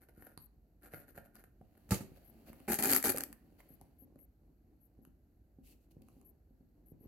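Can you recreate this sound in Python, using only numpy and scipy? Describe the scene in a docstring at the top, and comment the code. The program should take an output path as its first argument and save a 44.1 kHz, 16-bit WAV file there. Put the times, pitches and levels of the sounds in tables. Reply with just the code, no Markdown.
"""Fingers are heard first, rubbing and slipping on the plastic lid of a cardboard snack can, close by
in a quiet living room, until the lid pops off. The foil seal is torn in a few crackling pulls while the
air in the tube rings higher; then the can is lifted and a chip is drawn out with slides and knocks.
Friction and tearing are random grains of decaying noise, struck parts are sums of dying sines, and the
can is a bank of resonators; a sparse decaying echo adds the room, filtered noise and a hum the background."""
import sys
import numpy as np
from scipy import signal
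from scipy.io import wavfile

SR = 44100
rng = np.random.default_rng(int(sys.argv[2]) if len(sys.argv) > 2 else 0)


def bounce(signal):
    """Save signal as a 16-bit WAV file at the path given by the first command-line argument."""
    frames = np.transpose(np.atleast_2d(signal))
    limited = np.clip(frames, -1, 1)
    pcm = np.round(limited * 32767).astype(np.int16)
    wavfile.write(sys.argv[1], SR, pcm)


N = 311875
TIME = np.arange(N) / SR  # seconds

# Spectrum of the steady background. Each row: frequency in Hz, gain in dB.
BACKGROUND_COLOUR = [(20, -49), (45, -37), (90, -47), (160, -54), (280, -57), (450, -66), (750, -71),
                     (1100, -87), (2200, -93.5), (4000, -89), (10500, -100), (11700, -90), (12800, -94),
                     (16000, -93.5)]
# Noise that differs between the ports, against the shared noise. Each row: frequency in Hz, gain in dB.
BACKGROUND_APART = [(300, -17), (1500, 7.5), (5000, 0.5)]
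HUM_HZ, HUM_DB = 48.8, -68
# Spells of faint high hiss. Each row: middle in seconds, relative level in dB.
HISS_SPELLS = [(0.238, -73), (.432, -73), (.98, -69.5), (2.275, -77), (3.719, -75), (4.018, -76),
               (4.219, -75), (4.838, -80.5), (5.05, -87), (6.278, -76.5), (6.89, -79), (7.03, -82.5)]
# Spectrum of that hiss. Each row: frequency in Hz, gain in dB.
HISS_COLOUR = [(4000, -31.5), (9000, -22), (11400, -5), (11650, 15.5), (11900, 5), (12150, -4.5),
               (15000, -10)]
HISS_S = 0.079  # length of each spell

# Decay of the room by band. Each row: frequency in Hz, time to fall by 60 dB in seconds.
ROOM_T60 = [(100, 0.54), (500, 0.39), (2000, 0.38), (8000, 0.27), (16000, 0.26)]
# Likeness of the echo at the two ports. Each row: frequency in Hz, correlation from 0 to 1.
ROOM_LIKENESS = [(400, 0.45), (1500, .7), (4000, 0.26)]
# Responses of the two microphone ports. Each row: frequency in Hz, gain in dB.
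LEFT_PORT = [(200, -.5), (700, -.3), (1050, -5), (1600, -3), (2900, -4), (3800, -13), (6300, -11),
             (7200, -13), (8400, -2), (10100, -1), (10800, 10), (12100, 13), (12900, 7), (15600, 1)]
RIGHT_PORT = [(200, .5), (700, .3), (980, -4), (1300, 5), (1900, 4), (2800, 0), (3300, -8), (4500, 4),
              (5000, -2), (7000, 5), (9600, 4), (10200, -2), (11900, 2), (15600, -7)]
BASS_CUT_HZ, EDGE_HZ = 43, 15900

# Hands shifting on the cardboard. Each row: middle in seconds, length in seconds, relative level in dB.
GRIP_STROKES = [(.2, 0.2, -74), (1.25, 0.97, -78), (1.83, 0.48, -73), (2.17, 0.26, -71.5),
                (2.42, 0.45, -63), (2.55, 0.24, -68), (3.29, 0.11, -60), (3.48, 0.26, -67),
                (3.72, 0.57, -69.5), (4.1, 0.4, -66.5), (4.46, 0.19, -73), (4.7, .16, -71), (4.98, .3, -73),
                (5.71, 0.13, -69.5), (6.12, 0.69, -68.5), (6.88, 0.38, -70.5), (7.06, 0.13, -59.5)]
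# Spectrum of gripped cardboard. Each row: frequency in Hz, gain in dB.
GRIP_COLOUR = [(30, -16.5), (90, -4.5), (170, 3), (300, 7.5), (420, 2.5), (560, -8), (800, -8),
               (1100, -11.5), (3000, -65), (16000, -51)]
HOLD_DB = -75.5  # drive from fingers creeping on the can all the while
# Fingers and chips bumping the tube. Each row: time in seconds, ring level in dB, dull thud level in dB.
KNOCKS = [(0.177, -84, -44), (.375, -68, -43), (0.938, -58.5, -37), (1.177, -77, -41.5),
          (1.611, -75.5, -44), (2.007, -50, -35.5), (2.118, -67, -43.5), (2.499, -56.5, -46),
          (2.605, -52.5, -74), (3.705, -57, -53), (3.815, -60.5, -57), (4.022, -54, -68),
          (4.159, -58.5, -56), (4.989, -59.5, -57), (5.073, -66.5, -53), (5.586, -52.5, -69),
          (5.967, -62, -42), (6.018, -56.5, -79), (6.166, -56.5, -87), (6.507, -61, -70),
          (6.607, -59.5, -63), (6.919, -68, -40.5), (7.009, -58, -59.5), (7.057, -62, -43)]
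# Ringing of the bumped tube. Each row: frequency in Hz, level in dB, time to fall by 60 dB in seconds.
KNOCK_MODES = [(262, 0, 0.19), (281.8, -0.5, 0.0094), (390, -12, .05), (520, -13.5, 0.1), (780, -6, .04)]
# Treble loss under soft fingertips. Each row: frequency in Hz, gain in dB.
FINGERTIP_COLOUR = [(100, 1.0), (500, 0), (900, -14), (1800, -42.5), (5000, -41)]
# Lowest air resonance of the tube, rising as its mouth is uncovered and later settling lower.
# Each row: time in seconds, frequency in Hz.
TUBE_HZ = [(2.3, 217), (2.72, 224), (2.83, 246), (2.96, 268), (3.07, 266.6), (3.6, 248)]

# Fingers picking at the foil tab, later the loose foil settling.
# Each row: middle in seconds, length in seconds, relative level in dB.
FOIL_RUB = [(2.17, 0.039, -73), (2.35, 1.9, -78), (2.485, 0.062, -67.5), (2.62, 0.36, -84),
            (3.55, 1.33, -84), (3.6, 0.044, -72), (3.7, 0.2, -87), (3.82, 0.013, -77.5)]
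# Spectrum of rubbed foil. Each row: frequency in Hz, gain in dB.
FOIL_RUB_COLOUR = [(100, -17), (620, 18.5), (1000, 4.5), (2000, -0.5), (3200, 1), (8000, -16.5),
                   (16000, -6)]
# Fingers and a chip sliding in the tube. Each row: middle in seconds, length in seconds, relative level in dB.
SLIDE_STROKES = [(5.69, 0.14, -74.5), (5.83, 0.086, -90.5), (5.915, .025, -80), (6.021, 0.0077, -73.5),
                 (6.14, 0.27, -89)]
# Spectrum of the sliding. Each row: frequency in Hz, gain in dB.
SLIDE_COLOUR = [(300, -12.5), (1500, -9.5), (2100, 0.5), (2700, 11.5), (3600, 5), (5000, 0), (9000, -5),
                (16000, -1)]
# Nails, foil and chips tapping.
# Each row: time in seconds, click level in dB, ring frequency in Hz, ring level in dB.
TICKS = [(0.376, -43.5, 4350, -41), (1.355, -51, 13100, -44), (1.364, -77, 4750, -51),
         (1.614, -71, 737.6, -51.5), (2.488, -70, 2710, -53), (2.531, -52.5, 2200, -55.5),
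         (2.602, -58, 2760, -55), (3.146, -50, 520, -30.5), (3.328, -56, 1810, -48),
         (3.604, -58, 2070, -50.5), (3.813, -53, 800, -50.5), (4.158, -68.5, 567, -56.5),
         (4.19, -63, 2010, -72), (5.051, -57, 2890, -57), (6.086, -60, 2650, -67),
         (6.214, -60.5, 2810, -75)]
# Spectrum of the tap clicks. Each row: frequency in Hz, gain in dB.
TICK_COLOUR = [(200, -10.5), (1000, 22), (1600, 8), (3000, 1.5), (4600, -1), (8000, -2.5), (11000, 4.5),
               (16000, -20.5)]

# Finger strokes on the lid and rim. Each row: middle in seconds, length in seconds, relative level in dB.
LID_RUB = [(-0.014, 0.055, -68.5), (0.246, 0.27, -71), (0.854, 0.093, -63), (0.933, 0.064, -66),
           (0.994, 0.15, -67.5), (1.095, 0.051, -65), (1.173, 0.072, -64), (1.257, 0.037, -67),
           (1.38, 0.11, -68.5), (1.442, 0.012, -62.5), (1.776, 0.014, -72)]
# Rim of the lid slipping over the bead of the can. 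Each row: time in seconds, relative level in dB.
LID_SLIPS = [(.087, -53), (.093, -54.5), (.223, -48), (.268, -48), (.936, -38), (.944, -39.5), (.951, -52),
             (1.022, -61), (1.177, -42.5), (1.184, -46), (1.752, -63)]
# Duller part of the slips. Each row: frequency in Hz, gain in dB.
SLIP_COLOUR = [(150, -13), (600, 9), (2000, -4.5), (5000, -13), (14000, -8.0)]
# Resonances of the lid seated on the can. Each row: frequency in Hz, width in Hz, gain in dB.
LID_SEATED = [(626, 84, 2.5), (770, 60, 5), (1433, 79, 13.5), (1592, 100, 12), (1763, 53, 11.5)]
# Spectrum of rubbed plastic on the can. Each row: frequency in Hz, gain in dB.
LID_COLOUR = [(60, -9), (250, 21.5), (700, 7), (1000, 5.5), (1600, -2), (2400, 1.5), (3200, -1.5),
              (4500, -1.5), (8000, -9.5), (12000, 2), (16000, -23)]
# The lid springing free and wobbling.
# Each row: time in seconds, push level in dB, rim scrape level in dB, scrape decay constant in seconds.
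POPS = [(1.891, -53, -54.5, 0.043), (1.908, -37.5, -27.5, 0.015), (1.9188, -23, -29.5, 0.03),
        (1.943, -54.5, -29.5, 0.0082), (2.008, -42.5, -49, 0.016), (2.019, -63, -51.5, 0.0078)]
# Lid and tube ringing after the pop. Each row: frequency in Hz, level in dB, time to fall by 60 dB in seconds.
LID_MODES = [(72, -18.5, 0.074), (117.7, 1.5, 0.068), (193.8, 1, 0.11), (382.5, -24.5, 0.51),
             (870, -9.5, 0.096), (1195, -20, 0.13), (1306, -13, 0.052), (1650, -20, 0.029)]
# Spectrum of the rim scrape. Each row: frequency in Hz, gain in dB.
SCRAPE_COLOUR = [(60, -5), (400, 15), (1000, 1), (1500, -6), (3000, 0), (7000, -7), (12000, -10),
                 (16000, -14)]

# Pulls on the foil. Each row: start in seconds, length in seconds, relative crackle level in dB,
# swell of the crackle over the pull in dB, relative level of the shaking of the can in dB.
PULLS = [(2.678, .064, -44.5, 10.5, -35.5), (2.785, 0.012, -34, -3, -33), (2.822, .15, -38, 5, -35.5),
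         (3.037, 0.067, -36, 2, -35), (3.148, 0.072, -55, 4, -46.5)]
# A pull bites at once; when it stops the foil falls quiet at its own pace and the can at another.
PULL_ATTACK_S, CRACKLE_RELEASE_S, SHAKE_RELEASE_S = .005, 0.015, 0.014
# Loudest snaps of the glued seam giving way. Each row: time in seconds, relative level in dB.
SNAPS = [(2.7203, -22), (2.743, -25.5), (2.7893, -28), (2.8252, -19), (2.838, -18), (2.8464, -22.5),
         (2.8571, -18.5), (2.897, -20), (2.905, -19), (2.9159, -15), (2.9259, -17), (2.9336, -12.5),
         (2.9632, -16.5), (3.027, -25), (3.041, -19.5), (3.0565, -19), (3.0949, -26), (3.122, -28.5),
         (3.1622, -28.5), (3.1736, -25), (3.1831, -22), (3.207, -24.5), (3.2367, -24.5), (3.328, -38.5)]
# Spectrum of tearing foil. Each row: frequency in Hz, gain in dB.
FOIL_COLOUR = [(100, -12), (700, -11), (1200, 11), (3000, 7), (7000, 2), (12000, 4), (16000, 0)]
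# Resonances of the can under the stretched foil. Each row: frequency in Hz, width in Hz, gain in dB.
CAN_MODES = [(89, 70, -11), (360, 40, 1.5), (410, 15, -10), (580, 99, -14), (800, 100, -3.5),
             (1140, 1300, -15), (1680, 210, -15.5), (2430, 130, -16)]
# Spectrum of the sound radiated by the shaken can. Each row: frequency in Hz, gain in dB.
CAN_COLOUR = [(40, 14.0), (250, 16.5), (400, 17.5), (800, 15.5), (1000, 11.5), (1600, 11.5),
              (2500, 16), (3500, 5.5), (8000, -22)]


def gain_of(db):
    """The decibel is logarithmic: 20 dB are a factor of ten in amplitude."""
    return 10 ** (np.asarray(db) / 20)


def evened(x):
    """Normalisation: the mean power is brought to 1."""
    return x / np.sqrt(np.mean(x ** 2) + 1e-20)


def read(points, hz):
    """Interpolation of a spectrum table on a logarithmic frequency axis."""
    f, value = np.transpose(points)
    return np.interp(np.log(hz + 1), np.log(f + 1), value)


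def add(mix, s, sound):
    """Superposition: a sound is summed into the mix at time s."""
    part = mix[:, max(round(s * SR), 0):][:, :sound.shape[-1]]
    part += sound[..., :part.shape[1]]


def colour(x, points, size=4096):
    """Minimum-phase filtering: the log gain fixes the phase, so the response is causal."""
    hz = abs(np.fft.fftfreq(size, 1 / SR))
    log_gain = np.log(gain_of(read(points, hz)))
    spectrum = np.exp(np.conj(signal.hilbert(log_gain)))
    response = np.fft.ifft(spectrum).real[:size // 2]
    return signal.oaconvolve(np.atleast_2d(x), response[None], axes=1)[:, :N]


def resonate(x, hz, width):
    """Resonance of peak gain 1 that may glide: shift to 0 Hz, low-pass, shift back."""
    turn = np.exp(2j * np.pi * np.cumsum(hz * np.ones(N)) / SR)
    r = np.exp(-np.pi * width / SR)
    envelope = signal.lfilter([1 - r], [1, -r], x / turn + 1e-18)
    return 2 * (turn * envelope).real


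def ring(modes):
    """Modal decay: a struck object sounds as a sum of exponentially dying sines."""
    t = TIME[:SR // 2]
    out = np.zeros(len(t))
    for hz, db, t60 in modes:
        out += gain_of(db) * np.exp(-np.log(1000) * t / t60) * np.sin(2 * np.pi * hz * t)
    return out


def burst(decay, apart=0.68, size=8192):
    """Microfracture: a dying spurt of noise, differing more between the ports at higher frequency."""
    shape = np.exp(-TIME[:size] / decay)
    z = rng.standard_normal((3, size))
    differing = signal.lfilter([2, -2], [1, -.5], z[1:])
    spurt = (z[0] + apart * differing) * shape
    # the spurt carries the energy of its envelope
    return spurt * np.linalg.norm(shape) / np.linalg.norm(spurt, axis=1, keepdims=True)


def clicks(rows, decay):
    """Impulsive excitation: one short noise burst for each row (s, dB)."""
    out = np.zeros((2, N))
    for s, db in rows:
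        add(out, s, gain_of(db) * burst(decay))
    return out


def crackle(per_s, spread_db, decay, count=8):
    """Stick and slip: random grains of several shapes and uneven size, together of rms 1."""
    present = rng.random(N) < per_s / SR
    size = gain_of(spread_db * np.minimum(rng.exponential(1, N), 3)) * present
    kind = rng.integers(0, count, N)
    out = np.zeros((2, N))
    for k in range(count):
        grain = burst(decay)[:, :SR // 100]
        out += signal.oaconvolve((size * (kind == k))[None], grain, axes=1)[:, :N]
    return evened(out)


def strokes(rows, taper=0.74):
    """Amplitude envelope of movements (middle s, length s, dB) that each swell, hold and fade."""
    out = np.zeros((1, N))
    for s, length, db in rows:
        add(out, s - length / 2, gain_of(db) * signal.windows.tukey(round(length * SR), taper))
    return out[0]


def tube(x, width):
    """Air-column resonance of the can, its frequency following the opening of the mouth."""
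    return resonate(x, np.interp(TIME, *np.transpose(TUBE_HZ)), width)


def background():
    """Broadband noise: a rumble nearly alike at both ports, a hiss that differs, and a low sine hum."""
    z = rng.standard_normal((3, N))
    noise = z[0] + colour(z[1:], BACKGROUND_APART)
    hum = gain_of(HUM_DB) * np.sin(2 * np.pi * HUM_HZ * TIME)
    return colour(noise, BACKGROUND_COLOUR) + hum


def high_hiss():
    """Band-shaped noise under an envelope: a thin high hiss comes and goes, with no echo."""
    spells = strokes([(s, HISS_S, db) for s, db in HISS_SPELLS], taper=0.39)
    return colour(gain_of(7.5) * spells * rng.standard_normal((2, N)), HISS_COLOUR)


def room(x, gap=0.002):
    """Reverberation: sparse reflections after a gap in s, decaying by band, partly alike at both ports."""
    t = TIME[:SR // 2]
    signs = rng.choice([-1., 1.], (2, len(t)))
    present = rng.random((2, len(t))) < 3000 / SR
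    reflections = signs * present * (t > gap)
    hz, age, z = signal.stft(reflections, SR, nperseg=256)
    same = np.clip(read(ROOM_LIKENESS, hz), 0, 1)[:, None]
    z = np.array([z[0], same * z[0] + np.sqrt(1 - same ** 2) * z[1]])
    decay = np.exp(-np.log(1000) * age / read(ROOM_T60, hz)[:, None])
    tail = signal.istft(z * decay, SR, nperseg=256)[1]
    return signal.fftconvolve(x, tail / np.linalg.norm(tail[0]), axes=1)[:, :N]


def from_the_right(x, count=2):
    """Arrival-time difference: the can is a little to the right, so the left port lags by count samples."""
    return np.array([np.pad(x[0], (count, 0))[:N], x[1]])


def bumps():
    """Impact: each bump excites the modes of the tube and a dull, quickly spent thud."""
    u = TIME[:SR // 2] / 0.0018
    thud = 2 * (1 - u) * np.exp(-u) * (1 - np.exp(-u * 4))
    knock = ring(KNOCK_MODES)
    out = np.zeros((2, N))
    for s, ring_db, thud_db in KNOCKS:
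        add(out, s, gain_of(ring_db) * knock + gain_of(thud_db) * thud)
    # soft fingertips cannot excite the treble
    return colour(out, FINGERTIP_COLOUR)


def handling():
    """Friction drives resonance: hands shift on the cardboard and bump it, and the tube hums along."""
    grains = evened(crackle(per_s=1100, spread_db=3.5, decay=0.00026).mean(0))
    drive = (gain_of(HOLD_DB) + strokes(GRIP_STROKES)) * grains
    cardboard = gain_of(7.5) * colour(drive, GRIP_COLOUR)
    hollow = gain_of(16) * tube(drive, width=32)
    return cardboard + hollow + bumps()


def rustle():
    """Granular friction: loose foil and sliding chips, each with its own grains and spectrum."""
    foil_grains = crackle(per_s=3000, spread_db=1.5, decay=.0003)
    slide_grains = crackle(per_s=6300, spread_db=2.5, decay=0.00023)
    foil = gain_of(9.5) * strokes(FOIL_RUB) * foil_grains
    slide = gain_of(8.0) * strokes(SLIDE_STROKES) * slide_grains
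    return colour(foil, FOIL_RUB_COLOUR) + colour(slide, SLIDE_COLOUR)


def taps(cycles=18):
    """Impact and modal response: a click, then a ring of whatever was touched, down 60 dB in 18 cycles."""
    out = colour(clicks([row[:2] for row in TICKS], decay=0.00075), TICK_COLOUR)
    for s, _, hz, ring_db in TICKS:
        add(out, s, ring([(hz, ring_db, cycles / hz)]))
    return out


def lid_prying():
    """Friction on a resonant plate: strokes hiss, rim slips are duller, the seated lid resonates to both."""
    rub = strokes(LID_RUB) * crackle(per_s=700, spread_db=-2.5, decay=0.00057)
    slips = clicks(LID_SLIPS, decay=.0022)
    drive = (rub + slips).mean(0)
    lid = sum(gain_of(db) * resonate(drive, hz, width) for hz, width, db in LID_SEATED)
    return colour(rub + lid + colour(slips, SLIP_COLOUR), LID_COLOUR)


def lid_pop():
    """Sudden release: the rim scrapes over the bead; the lid sucks air out of the tube and rings with it."""
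    scrape, boom = np.zeros((2, N)), np.zeros((2, N))
    for s, push_db, scrape_db, decay in POPS:
        add(scrape, s, gain_of(scrape_db) * burst(decay))
        # suction: the ring starts with negative pressure
        add(boom, s, -gain_of(push_db) * ring(LID_MODES))
    return colour(scrape, SCRAPE_COLOUR), boom


def pulling():
    """Force envelopes of crackle and shaking: a pull bites, holds while the seam runs, and dies away."""
    tearing, shaking = np.zeros(N), np.zeros(N)
    for s, length, crackle_db, swell_db, shake_db in PULLS:
        bite = np.clip((TIME - s) / PULL_ATTACK_S, 0, 1)
        progress = np.clip((TIME - s) / length, 0, 1)
        after = np.maximum(TIME - s - length, 0)
        swelling = gain_of(crackle_db + swell_db * progress)
        tearing += bite * swelling * np.exp(-after / CRACKLE_RELEASE_S)
        shaking += bite * gain_of(shake_db) * np.exp(-after / SHAKE_RELEASE_S)
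    return tearing, shaking


def seam_snaps(decay=0.00099, ring_db=-2):
    """Fracture and ring: each snap also rings a small facet of foil at a random pitch of its own."""
    out = clicks(SNAPS, decay)
    for (s, db), u in zip(SNAPS, rng.random(len(SNAPS))):
        add(out, s, ring([(3000 + 10000 * u, db + ring_db, .004)]))
    return out


def shiver(x, share_db, decay):
    """Dense modes act as decaying noise: the can wall rings on briefly after each click."""
    wall = burst(decay, size=2048)
    wall *= gain_of(share_db) / np.linalg.norm(wall[0])
    return x + signal.oaconvolve(x, wall, axes=1)[:, :N]


def foil_tear():
    """Fracture drives resonance: the seam parts in crackle and snaps, which shake the can and its air."""
    grains, snaps = crackle(per_s=1800, spread_db=3.5, decay=0.00022), seam_snaps()
    tearing, shaking = pulling()
    seam = gain_of(-3.5) * grains * tearing + gain_of(-8) * snaps
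    # the stiff can gives less than in proportion to the hardest tugs
    yielding = evened(np.tanh(grains.mean(0)))
    tugs = yielding * shaking + gain_of(-11.5) * snaps.mean(0)
    air = gain_of(7) * tube(tugs, width=29.7)
    can = sum(gain_of(db) * resonate(tugs, hz, width) for hz, width, db in CAN_MODES)
    foil = colour(shiver(seam, share_db=-8.0, decay=0.0056), FOIL_COLOUR)
    return foil + colour(air + can, CAN_COLOUR)


def scene():
    """Superposition of direct sound, reverberation and background; each source has its share of the room."""
    scrape, boom = lid_pop()
    tear, ticks = foil_tear(), taps()
    small = lid_prying() + handling() + rustle()
    direct = scrape + boom + tear + small + ticks
    to_room = gain_of(-8.5) * scrape + gain_of(-18.5) * boom + gain_of(-13.0) * tear
    to_room = to_room + gain_of(-6.0) * small + gain_of(-7.0) * ticks
    return from_the_right(direct) + room(to_room) + background() + high_hiss()


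def record(dry):
    """Linear filtering by the receiver: each port colours its channel; then bass cut and band limit."""
    ports = np.vstack([colour(dry[0], LEFT_PORT), colour(dry[1], RIGHT_PORT)])
    bass_cut = signal.butter(4, BASS_CUT_HZ, "highpass", fs=SR, output="sos")
    ports = signal.sosfilt(bass_cut, ports)
    band_limit = signal.firwin(511, EDGE_HZ, window=("kaiser", 9), fs=SR)
    return signal.oaconvolve(ports, band_limit[None], "same")


dry = scene()
out = record(dry)
bounce(out)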